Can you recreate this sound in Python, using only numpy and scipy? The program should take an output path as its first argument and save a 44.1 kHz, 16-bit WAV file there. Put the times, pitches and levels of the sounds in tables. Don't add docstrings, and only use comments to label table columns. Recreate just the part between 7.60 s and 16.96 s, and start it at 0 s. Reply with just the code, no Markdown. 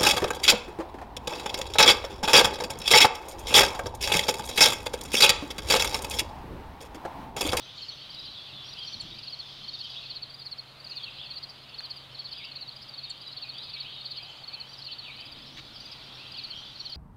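import sys
import numpy as np
from scipy import signal
from scipy.fft import rfft, irfft, next_fast_len
from scipy.io import wavfile
from scipy.ndimage import uniform_filter1d

SR = 44100
rng = np.random.default_rng(int(sys.argv[2]) if len(sys.argv) > 2 else 0)


def wrap_up_sound(samples):
    columns = np.atleast_2d(samples).T
    tamed = np.clip(columns, -1, 1)
    steps = np.round(tamed * 32767).astype(np.int16)
    wavfile.write(sys.argv[1], SR, steps)


N = 412776
TIME = np.arange(N) / SR

# hz, relative_db
AIR_COLOUR = [(20, -5), (70, 1), (120, 7.5), (200, -1), (400, -3.5), (650, 0), (1250, -.5), (1700, -5),
              (2600, -2), (4800, -14), (6300, -22.5), (9000, -22), (11000, -24), (15500, -28)]
AIR_DB = -54
# hz, relative_db
BREEZE_COLOUR = [(15, -5), (45, 4), (85, -2), (150, -0.5), (210, -1), (320, -2), (430, -11.5), (900, -40)]
BREEZE_DB = -67.5
# peak_s, half_length_s (power down to 1/e), level_db
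GUSTS = [(.62, 0.12, -60), (1.02, .14, -63), (1.477, .13, -56), (2.04, 0.11, -60), (7.905, .22, -60.5),
         (8.6, 0.76, -61)]
# pitch_hz, level_db, wander_hz (rms)
HUM = [(133.5, -62, 1.494), (595, -76.5, 2.94)]

# time_s, relative_db
CHORUS = [(0.0, -48), (0.75, -48.5), (1.82, -50), (2.34, -46), (2.66, -52), (2.92, -58), (3.2, -57.5),
          (3.55, -48.5), (3.88, -56.5), (4.8, -49.5), (5.11, -53.5), (6.36, -47), (6.99, -54), (7.27, -53),
          (7.45, -48.5), (8.03, -52.5), (8.91, -48.5), (9.36, -50)]
# time_s, relative_db
HISS = [(0.0, -64), (0.99, -67.5), (1.09, -65), (1.22, -64), (1.28, -58), (1.56, -64), (2.37, -60),
        (2.71, -77), (7.77, -75.5), (7.87, -69), (8.84, -67), (9.36, -65)]
FAR_FROGS_DB, FAR_FROGS_FOLLOW = -57.5, 0.64
LOW_VOICE_HZ, ANSWER_DB, ANSWER_LAG_S, ANSWER_SPREAD_S = 2700, -58.5, .07, .11

# start_s, sweep_s, top_hz, level_db
HIGH_RISES = [(0, 0.057, 6280, -65), (0.269, 0.064, 6120, -63), (.513, 0.0195, 5650, -62),
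              (.618, .02, 5600, -59), (1.027, 0.068, 5740, -58), (1.245, 0.065, 5920, -56.5),
              (7.062, 0.073, 5910, -66), (7.913, 0.055, 6200, -65), (8.182, 0.059, 6150, -62.5),
              (8.428, 0.018, 5600, -60), (8.538, 0.021, 5600, -58), (8.941, 0.062, 5900, -61.5),
              (9.174, 0.061, 5850, -61)]
# start_s, level_db
HIGH_DROPS = [(.214, -50), (7.17, -54), (7.857, -52.5), (8.13, -50.5)]
HIGH_FOOT_HZ, DROP_FROM_HZ, DROP_S = 4800, 5700, 0.041
HIGH_BEND = 0.67
HIGH_EASE, HIGH_HOLD = .27, .6

# start_s, length_s, low_hz, high_hz, peak_level_db
HAZES = [(0.14, 0.18, 5660, 7300, -65.5), (3.24, 0.25, 5500, 6800, -68.5), (4.48, .35, 4950, 5400, -64),
         (6.66, 0.21, 5800, 7700, -70), (6.55, 0.53, 700, 900, -62), (7.95, 1.3, 1280, 1520, -65),
         (7.6, 0.72, 216, 337, -61.5)]

# first_chirp_s, chirp_count, slowness (factor on the gaps)
NEAR_BOUTS = [(.184, 3, 1), (1.233, 4, 1.05), (1.636, 4, 1), (2.045, 4, 1.01), (2.464, 4, 1.01),
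              (2.823, 4, 1.025), (3.272, 4, 1.02), (3.667, 4, 1.03), (4.147, 4, 1), (4.553, 4, 1.04),
              (4.921, 4, 1.01), (5.344, 4, 1), (5.731, 4, 1.001), (6.099, 3, 1.01), (6.415, 4, 1.01),
              (6.843, 4, 1.01), (7.225, 4, 1.02), (8.747, 4, 1), (9.161, 4, 1.02)]
SECOND_BOUTS = [(.507, 4, 0.97), (1.095, 4, 1.01), (1.549, 4, 0.99), (2.153, 4, 0.97), (2.704, 4, 1.001),
                (3.206, 4, 1.01), (3.742, 4, 1), (4.219, 4, 0.96), (4.691, 4, 1), (5.123, 4, 1.07),
                (5.577, 3, 1), (5.942, 4, 1.01), (6.475, 4, 1.01), (7.097, 4, 0.98), (7.568, 4, 1),
                (8.166, 4, 1), (8.68, 4, 1.02), (9.26, 4, 1.001)]
THIRD_BOUTS = [(2.44, 3, 1), (2.853, 3, 1.14), (3.54, 3, 0.95), (3.985, 3, .99), (4.68, 3, 0.64),
               (5.102, 3, 1.1), (5.67, 3, 1.07), (6.135, 3, 0.87), (6.665, 3, .99), (7.13, 3, 0.79),
               (7.72, 3, 0.95), (8.725, 3, 0.9)]
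# gap_before_s (at slowness 1), pitch_hz (mid-chirp), fall_hz_per_s,
# half_length_s (stretched 1.5 times for the swell), level_db (direct sound)
NEAR_CHIRPS = [(0, 4330, 20800, 0.0047, -41.5), (0.045, 4366, 21730, 0.0072, -37),
               (.056, 4360, 22000, .0085, -37), (.065, 4370, 21660, 0.0067, -36.5)]
SECOND_CHIRPS = [(0, 4615, 5800, 0.0044, -46.5), (.042, 4755, 16700, 0.0033, -41),
                 (.054, 4770, 20000, .006, -44.5), (.062, 4720, 20100, 0.0063, -44)]
THIRD_CHIRPS = [(0, 5020, 8900, 0.0044, -60.5), (.055, 5050, 8900, 0.004, -58),
                (.056, 5030, 9000, .005, -57.5)]

# start_s, length_s, pitch_hz, level_db
WHISTLES = [(.55, .066, 3890, -42.5), (0.662, .06, 4020, -42.5), (0.931, 0.11, 3450, -46),
            (1.171, 0.082, 3220, -39.5), (1.297, 0.157, 2298, -62), (2.088, .09, 3700, -45.5),
            (5.419, 0.082, 3730, -47.5), (5.628, 0.076, 3965, -45), (6.313, 0.13, 3730, -46),
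            (8.95, 0.042, 3202, -41.5)]
WHISTLE_SAG = 0.0277
# start_s, length_s, first_hz, last_hz, level_db
SLURS = [(0.75, 0.065, 3850, 3280, -43), (.875, .039, 3200, 2685, -50), (1.141, 0.06, 2450, 3220, -47.5),
         (1.51, .04, 3500, 3950, -46), (1.561, 0.047, 3000, 2500, -55), (1.81, .05, 3900, 3450, -46),
         (2.232, 0.035, 3370, 3000, -40), (2.347, 0.042, 2415, 3840, -37.5),
         (2.415, 0.045, 2900, 2506, -50), (3.306, .039, 2530, 2980, -49), (3.366, 0.085, 3750, 3185, -43),
         (3.437, 0.054, 3450, 2510, -44.5), (3.582, 0.044, 2850, 3624, -39),
         (3.607, 0.054, 3470, 2576, -47), (4.072, 0.064, 3050, 2570, -55), (4.725, 0.054, 2994, 3570, -45),
         (4.758, 0.072, 3400, 2100, -47), (4.833, 0.035, 2330, 3130, -42.5), (5.424, .035, 3050, 2280, -54),
         (5.807, 0.072, 3000, 2335, -49.5), (5.943, 0.12, 2930, 4400, -43),
         (6.125, 0.045, 2970, 2230, -48.5), (6.162, 0.035, 2980, 4060, -40), (6.24, 0.059, 2450, 3430, -43),
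         (6.545, 0.06, 2860, 3270, -49), (6.579, 0.054, 2170, 2690, -51), (6.907, 0.056, 2160, 2690, -52),
         (7.262, 0.037, 3480, 2520, -46.5), (7.302, .041, 2950, 3760, -45), (7.429, .085, 3550, 2200, -46),
         (7.545, 0.12, 2160, 2690, -53), (8.202, 0.13, 3150, 2240, -59), (8.57, .08, 2250, 2910, -51.5),
         (8.739, 0.043, 2846, 3550, -42.5), (8.77, 0.042, 2950, 2320, -46.5),
         (8.916, 0.032, 3520, 2870, -41.5)]
SLUR_BEND = 0.69
NOTE_WAVER = .012

# start_s, level_db
THUMPS = [(.925, -54), (1.344, -48), (1.425, -49), (1.505, -52), (7.99, -56)]
# start_s, length_s, first_hz, middle_hz, last_hz, level_db (direct sound)
CHIPS = [(1.409, 0.011, 10400, 7550, 6960, -54), (3.897, 0.013, 5800, 5090, 5000, -52.5),
         (4.846, .014, 5600, 5050, 4850, -55), (5.224, 0.016, 5600, 5100, 4900, -54),
         (5.28, .014, 5600, 5080, 4800, -59), (5.496, 0.0097, 9580, 7550, 7000, -51.5),
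         (8.315, 0.021, 5280, 5100, 4770, -48)]
# start_s, length_s, low_hz, high_hz, level_db
RUSTLES = [(4.206, 0.0019, 560, 3600, -38.5), (7.964, 0.043, 1680, 4140, -46)]
PIPE_START_S, PIPE_EVERY_S, PIPE_LENGTH_S, PIPE_HZ, PIPE_DB = 6.36, 0.3, 0.058, 3046, -49
EDGE_HZ = 15750


def gain_of(db):
    return 10 ** (np.asarray(db) / 20)


def evened(x):
    return x / np.sqrt(np.mean(x ** 2) + 1e-20)


def add(mix, start_s, sound):
    start = round(start_s * SR)
    sound = sound[max(-start, 0):]
    part = mix[max(start, 0):][:len(sound)]
    part += sound[:len(part)]


def sine(hz):
    return np.sqrt(2) * np.sin(2 * np.pi * np.cumsum(hz) / SR)


def noise(colour):
    hz, db = np.transpose(colour)
    size = next_fast_len(N)
    bins_hz = np.fft.rfftfreq(size, 1 / SR)
    shape = gain_of(np.interp(np.log(bins_hz + 1), np.log(hz), db))
    return evened(irfft(rfft(rng.standard_normal(size)) * shape, size)[:N])


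def band_noise(low_hz, high_hz):
    band = signal.butter(4, sorted([low_hz, high_hz]), "band", fs=SR, output="sos")
    return evened(signal.sosfilt(band, rng.standard_normal(N)))


def drift(rate):
    knots = rng.standard_normal(4000)
    curve = np.interp(TIME * rate, np.arange(len(knots)), knots)
    return evened(uniform_filter1d(curve, size=200))


def swell(peak_s, half_length_s):
    return np.exp(-((TIME - peak_s) / half_length_s) ** 2)


def scatter(x, t60, delay):
    t = np.arange(int((t60 + delay) * SR) + 64) / SR
    decay = gain_of(-60 * np.maximum(t - delay, 0) / t60)
    taps = rng.standard_normal(len(t)) * (t >= delay) * decay
    return signal.oaconvolve(x, taps / np.linalg.norm(taps))


def whistle(length_s, first_hz, middle_hz, last_hz, waver=.012):
    u = np.linspace(0, 1, max(int(length_s * SR), 8))
    hz = first_hz * (1 - u) * (1 - 2 * u) + middle_hz * (2 * u) * (2 - 2 * u) + last_hz * u * (2 * u - 1)
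    wobble = np.interp(TIME[:len(u)] * 250, np.arange(64), rng.standard_normal(64))
    envelope = np.sqrt(np.abs(np.sin(np.pi * u)))
    return sine(hz * (1 + waver * wobble)) * envelope


def glide(length_s, first_hz, last_hz, bend, waver):
    middle_hz = first_hz + bend * (last_hz - first_hz)
    return whistle(length_s, first_hz, middle_hz, last_hz, waver)


def background():
    air = gain_of(AIR_DB + 0.59 * drift(rate=5.5)) * noise(AIR_COLOUR)
    gust_power = sum(gain_of(db) ** 2 * swell(peak_s, half_s) for peak_s, half_s, db in GUSTS)
    breeze = np.sqrt(gain_of(BREEZE_DB) ** 2 + gust_power) * noise(BREEZE_COLOUR)
    hum = np.zeros(N)
    for hz, db, wander_hz in HUM:
        level = gain_of(db + 1.2 * drift(rate=6.5))
        hum += level * sine(hz + wander_hz * drift(rate=9))
    return air + breeze + hum


def flock(low_hz, high_hz, bend, count=380):
    song = np.zeros(N)
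    for when, length, pitch, rise, fall in rng.random((count, 5)):
        hz = low_hz + (high_hz - low_hz) * pitch
        slur = bend * np.sign(rise - .5)
        note = whistle(.025 + .035 * length, hz * (1 + slur), hz, hz * (1 - slur * fall))
        add(song, when * (N / SR + .2) - .2, note)
    wash = .5 * song + scatter(song, t60=.2, delay=.002)[:N]
    wash /= np.sqrt(np.abs(uniform_filter1d(wash ** 2, size=5000)) + 1e-3)
    farthest = gain_of(-2.5 + 2 * drift(rate=25)) * band_noise(low_hz, high_hz)
    return evened(wash + farthest)


def far_chorus():
    chorus, hiss = (gain_of(np.interp(TIME, *np.transpose(curve))) for curve in (CHORUS, HISS))
    answers = sum(swell(s + ANSWER_LAG_S, ANSWER_SPREAD_S)
                  for s, _, first_hz, last_hz, _ in SLURS if min(first_hz, last_hz) < LOW_VOICE_HZ)
    low_level = np.hypot(gain_of(-14) * chorus, gain_of(ANSWER_DB) * np.sqrt(answers))
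    frog_level = np.hypot(gain_of(FAR_FROGS_DB), FAR_FROGS_FOLLOW * chorus)
    thin_top = noise([(2000, -60), (4400, -4), (5000, 9), (5600, -0.5),
                      (6400, -7), (7500, -22.5), (10000, -34)])
    low_birds = low_level * flock(2450, 3050, bend=0.098)
    birds_above = gain_of(.5) * chorus * flock(3000, 4000, bend=0.1199)
    far_frogs = frog_level * flock(3950, 4750, bend=0.0608)
    return low_birds + birds_above + far_frogs + gain_of(3.5) * hiss * thin_top


def climb(sweep_s, top_hz):
    t = TIME[:int(sweep_s * (1 + HIGH_HOLD) * SR)]
    hz = top_hz - (top_hz - HIGH_FOOT_HZ) * np.exp(-t / (HIGH_EASE * sweep_s))
    envelope = np.abs(np.sin(np.pi * np.sqrt(t / t[-1])))
    return evened(sine(hz) * envelope)


def high_voice():
    rises = [(s, db, climb(sweep_s, top_hz)) for s, sweep_s, top_hz, db in HIGH_RISES]
    drops = [(s, db, glide(DROP_S, DROP_FROM_HZ, HIGH_FOOT_HZ, HIGH_BEND, waver=.004))
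             for s, db in HIGH_DROPS]
    return rises + drops


def hazes():
    out = np.zeros(N)
    for s, length_s, low_hz, high_hz, db in HAZES:
        turns_s = [s, s + 0.16 * length_s, s + 0.85 * length_s, s + length_s]
        envelope = np.interp(TIME, turns_s, [0, 1, 0.55, 0.18])
        out += gain_of(db) * envelope * band_noise(low_hz, high_hz)
    return out


def frog(bouts, chirps, second_db, third_db, grass_db, wood_db):
    out, t = np.zeros(N), np.arange(-SR // 40, SR // 40) / SR
    for s, count, slowness in bouts:
        for gap_s, hz, fall, half_s, db in chirps[:int(round(count)) - 1] + chirps[-1:]:
            s += gap_s * slowness
            detune, effort = rng.standard_normal(2)
            phase = 2 * np.pi * np.cumsum(hz * (1 + 0.0036 * detune) - fall * t) / SR
            overtones = gain_of(second_db) * np.sin(2 * phase) + gain_of(third_db) * np.sin(3 * phase)
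            tone = np.sin(phase) + overtones
            envelope = np.exp(-np.abs(t / half_s / 1.5) ** 3)
            depth = 0.54 * np.clip(t / half_s + 0.64, 0, 1)
            flutter = 1 + depth * np.sin(2 * np.pi * (rng.uniform(134, 274) * t + rng.random()))
            chirp = np.sqrt(2) * gain_of(db + 0.45 * effort) * envelope * flutter * tone
            add(out, s + t[0], chirp)
            add(out, s + t[0], gain_of(grass_db) * scatter(chirp, t60=.04, delay=.001))
    return out + gain_of(wood_db) * scatter(out, t60=0.29, delay=0.024)[:N]


def frogs():
    near = frog(NEAR_BOUTS, NEAR_CHIRPS, second_db=-48, third_db=-41.5, grass_db=-11, wood_db=-26)
    second = frog(SECOND_BOUTS, SECOND_CHIRPS, second_db=-28.5, third_db=-32.5, grass_db=-7, wood_db=-11)
    third = frog(THIRD_BOUTS, THIRD_CHIRPS, second_db=-35, third_db=-32, grass_db=-4, wood_db=-20)
    return near + second + third


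def whistles():
    return [(s, db, whistle(length_s, hz * (1 + WHISTLE_SAG), hz, hz * (1 - WHISTLE_SAG), NOTE_WAVER))
            for s, length_s, hz, db in WHISTLES]


def slurs():
    return [(s, db, glide(length_s, first_hz, last_hz, SLUR_BEND, NOTE_WAVER))
            for s, length_s, first_hz, last_hz, db in SLURS]


def thumps():
    out, t = np.zeros(N), TIME[:SR // 5]
    rumble = noise([(20, -12), (55, -7), (150, 6), (220, -10), (330, -1), (430, -26), (900, -52)])
    puff = (t / .014) * np.exp(1 - t / .014)
    for s, db in THUMPS:
        add(out, s, gain_of(db) * puff)
    return out * rumble


def chips():
    out = np.zeros(N)
    for s, length_s, first_hz, middle_hz, last_hz, db in CHIPS:
        u = np.linspace(0, 1, max(int(length_s * SR), 8))
        hz = np.interp(u, [0, .5, 1], [first_hz, middle_hz, last_hz])
        add(out, s, gain_of(db) * sine(hz) * signal.windows.tukey(len(u), .15))
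    return out + gain_of(-3.5) * scatter(out, t60=0.057, delay=0.00044)[:N]


def stalks():
    out = np.zeros(N)
    for s, length_s, low_hz, high_hz, db in RUSTLES:
        size = max(int(length_s * SR), 16)
        grains = rng.standard_normal(size) * signal.windows.tukey(size, .5)
        grains = np.pad(grains, (0, 200))
        grains[size // 4] += 12
        band = signal.butter(2, [low_hz, high_hz], "band", fs=SR, output="sos")
        scrape = signal.sosfilt(band, grains) + gain_of(-26) * grains
        add(out, s, gain_of(db) * scrape / np.sqrt(np.sum(scrape ** 2) / size))
    return out


def pipes(count):
    starts_s = PIPE_START_S + PIPE_EVERY_S * np.arange(count)
    return [(s, PIPE_DB, whistle(PIPE_LENGTH_S, PIPE_HZ, PIPE_HZ, PIPE_HZ, waver=0.011)) for s in starts_s]


def birds(direct_db, leaves_db, wood_db):
    song = np.zeros(N)
    for s, db, tone in high_voice() + whistles() + slurs() + pipes(count=5):
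        flutter_db = np.interp(TIME[:len(tone)] * 140, np.arange(40), 2.8 * rng.standard_normal(40))
        note = gain_of(db) * tone * evened(gain_of(flutter_db))
        add(song, s, gain_of(direct_db) * note)
        for level_db, t60 in ((leaves_db, .12), (wood_db, .85)):
            echo = scatter(note, t60, delay=0.0032)
            echo *= np.linalg.norm(note) / np.linalg.norm(echo)
            add(song, s, gain_of(level_db) * echo)
    return song


def scene():
    far = background() + far_chorus() + hazes()
    songs = birds(direct_db=-3.5, leaves_db=-4.5, wood_db=-3.2)
    return (far + songs + frogs() + thumps() + chips() + stalks())[None]


def record(dry):
    low_pass = signal.firwin(511, EDGE_HZ, window=("kaiser", 9), fs=SR)
    return signal.oaconvolve(dry, low_pass[None], "same")


dry = scene()
out = record(dry)
wrap_up_sound(out)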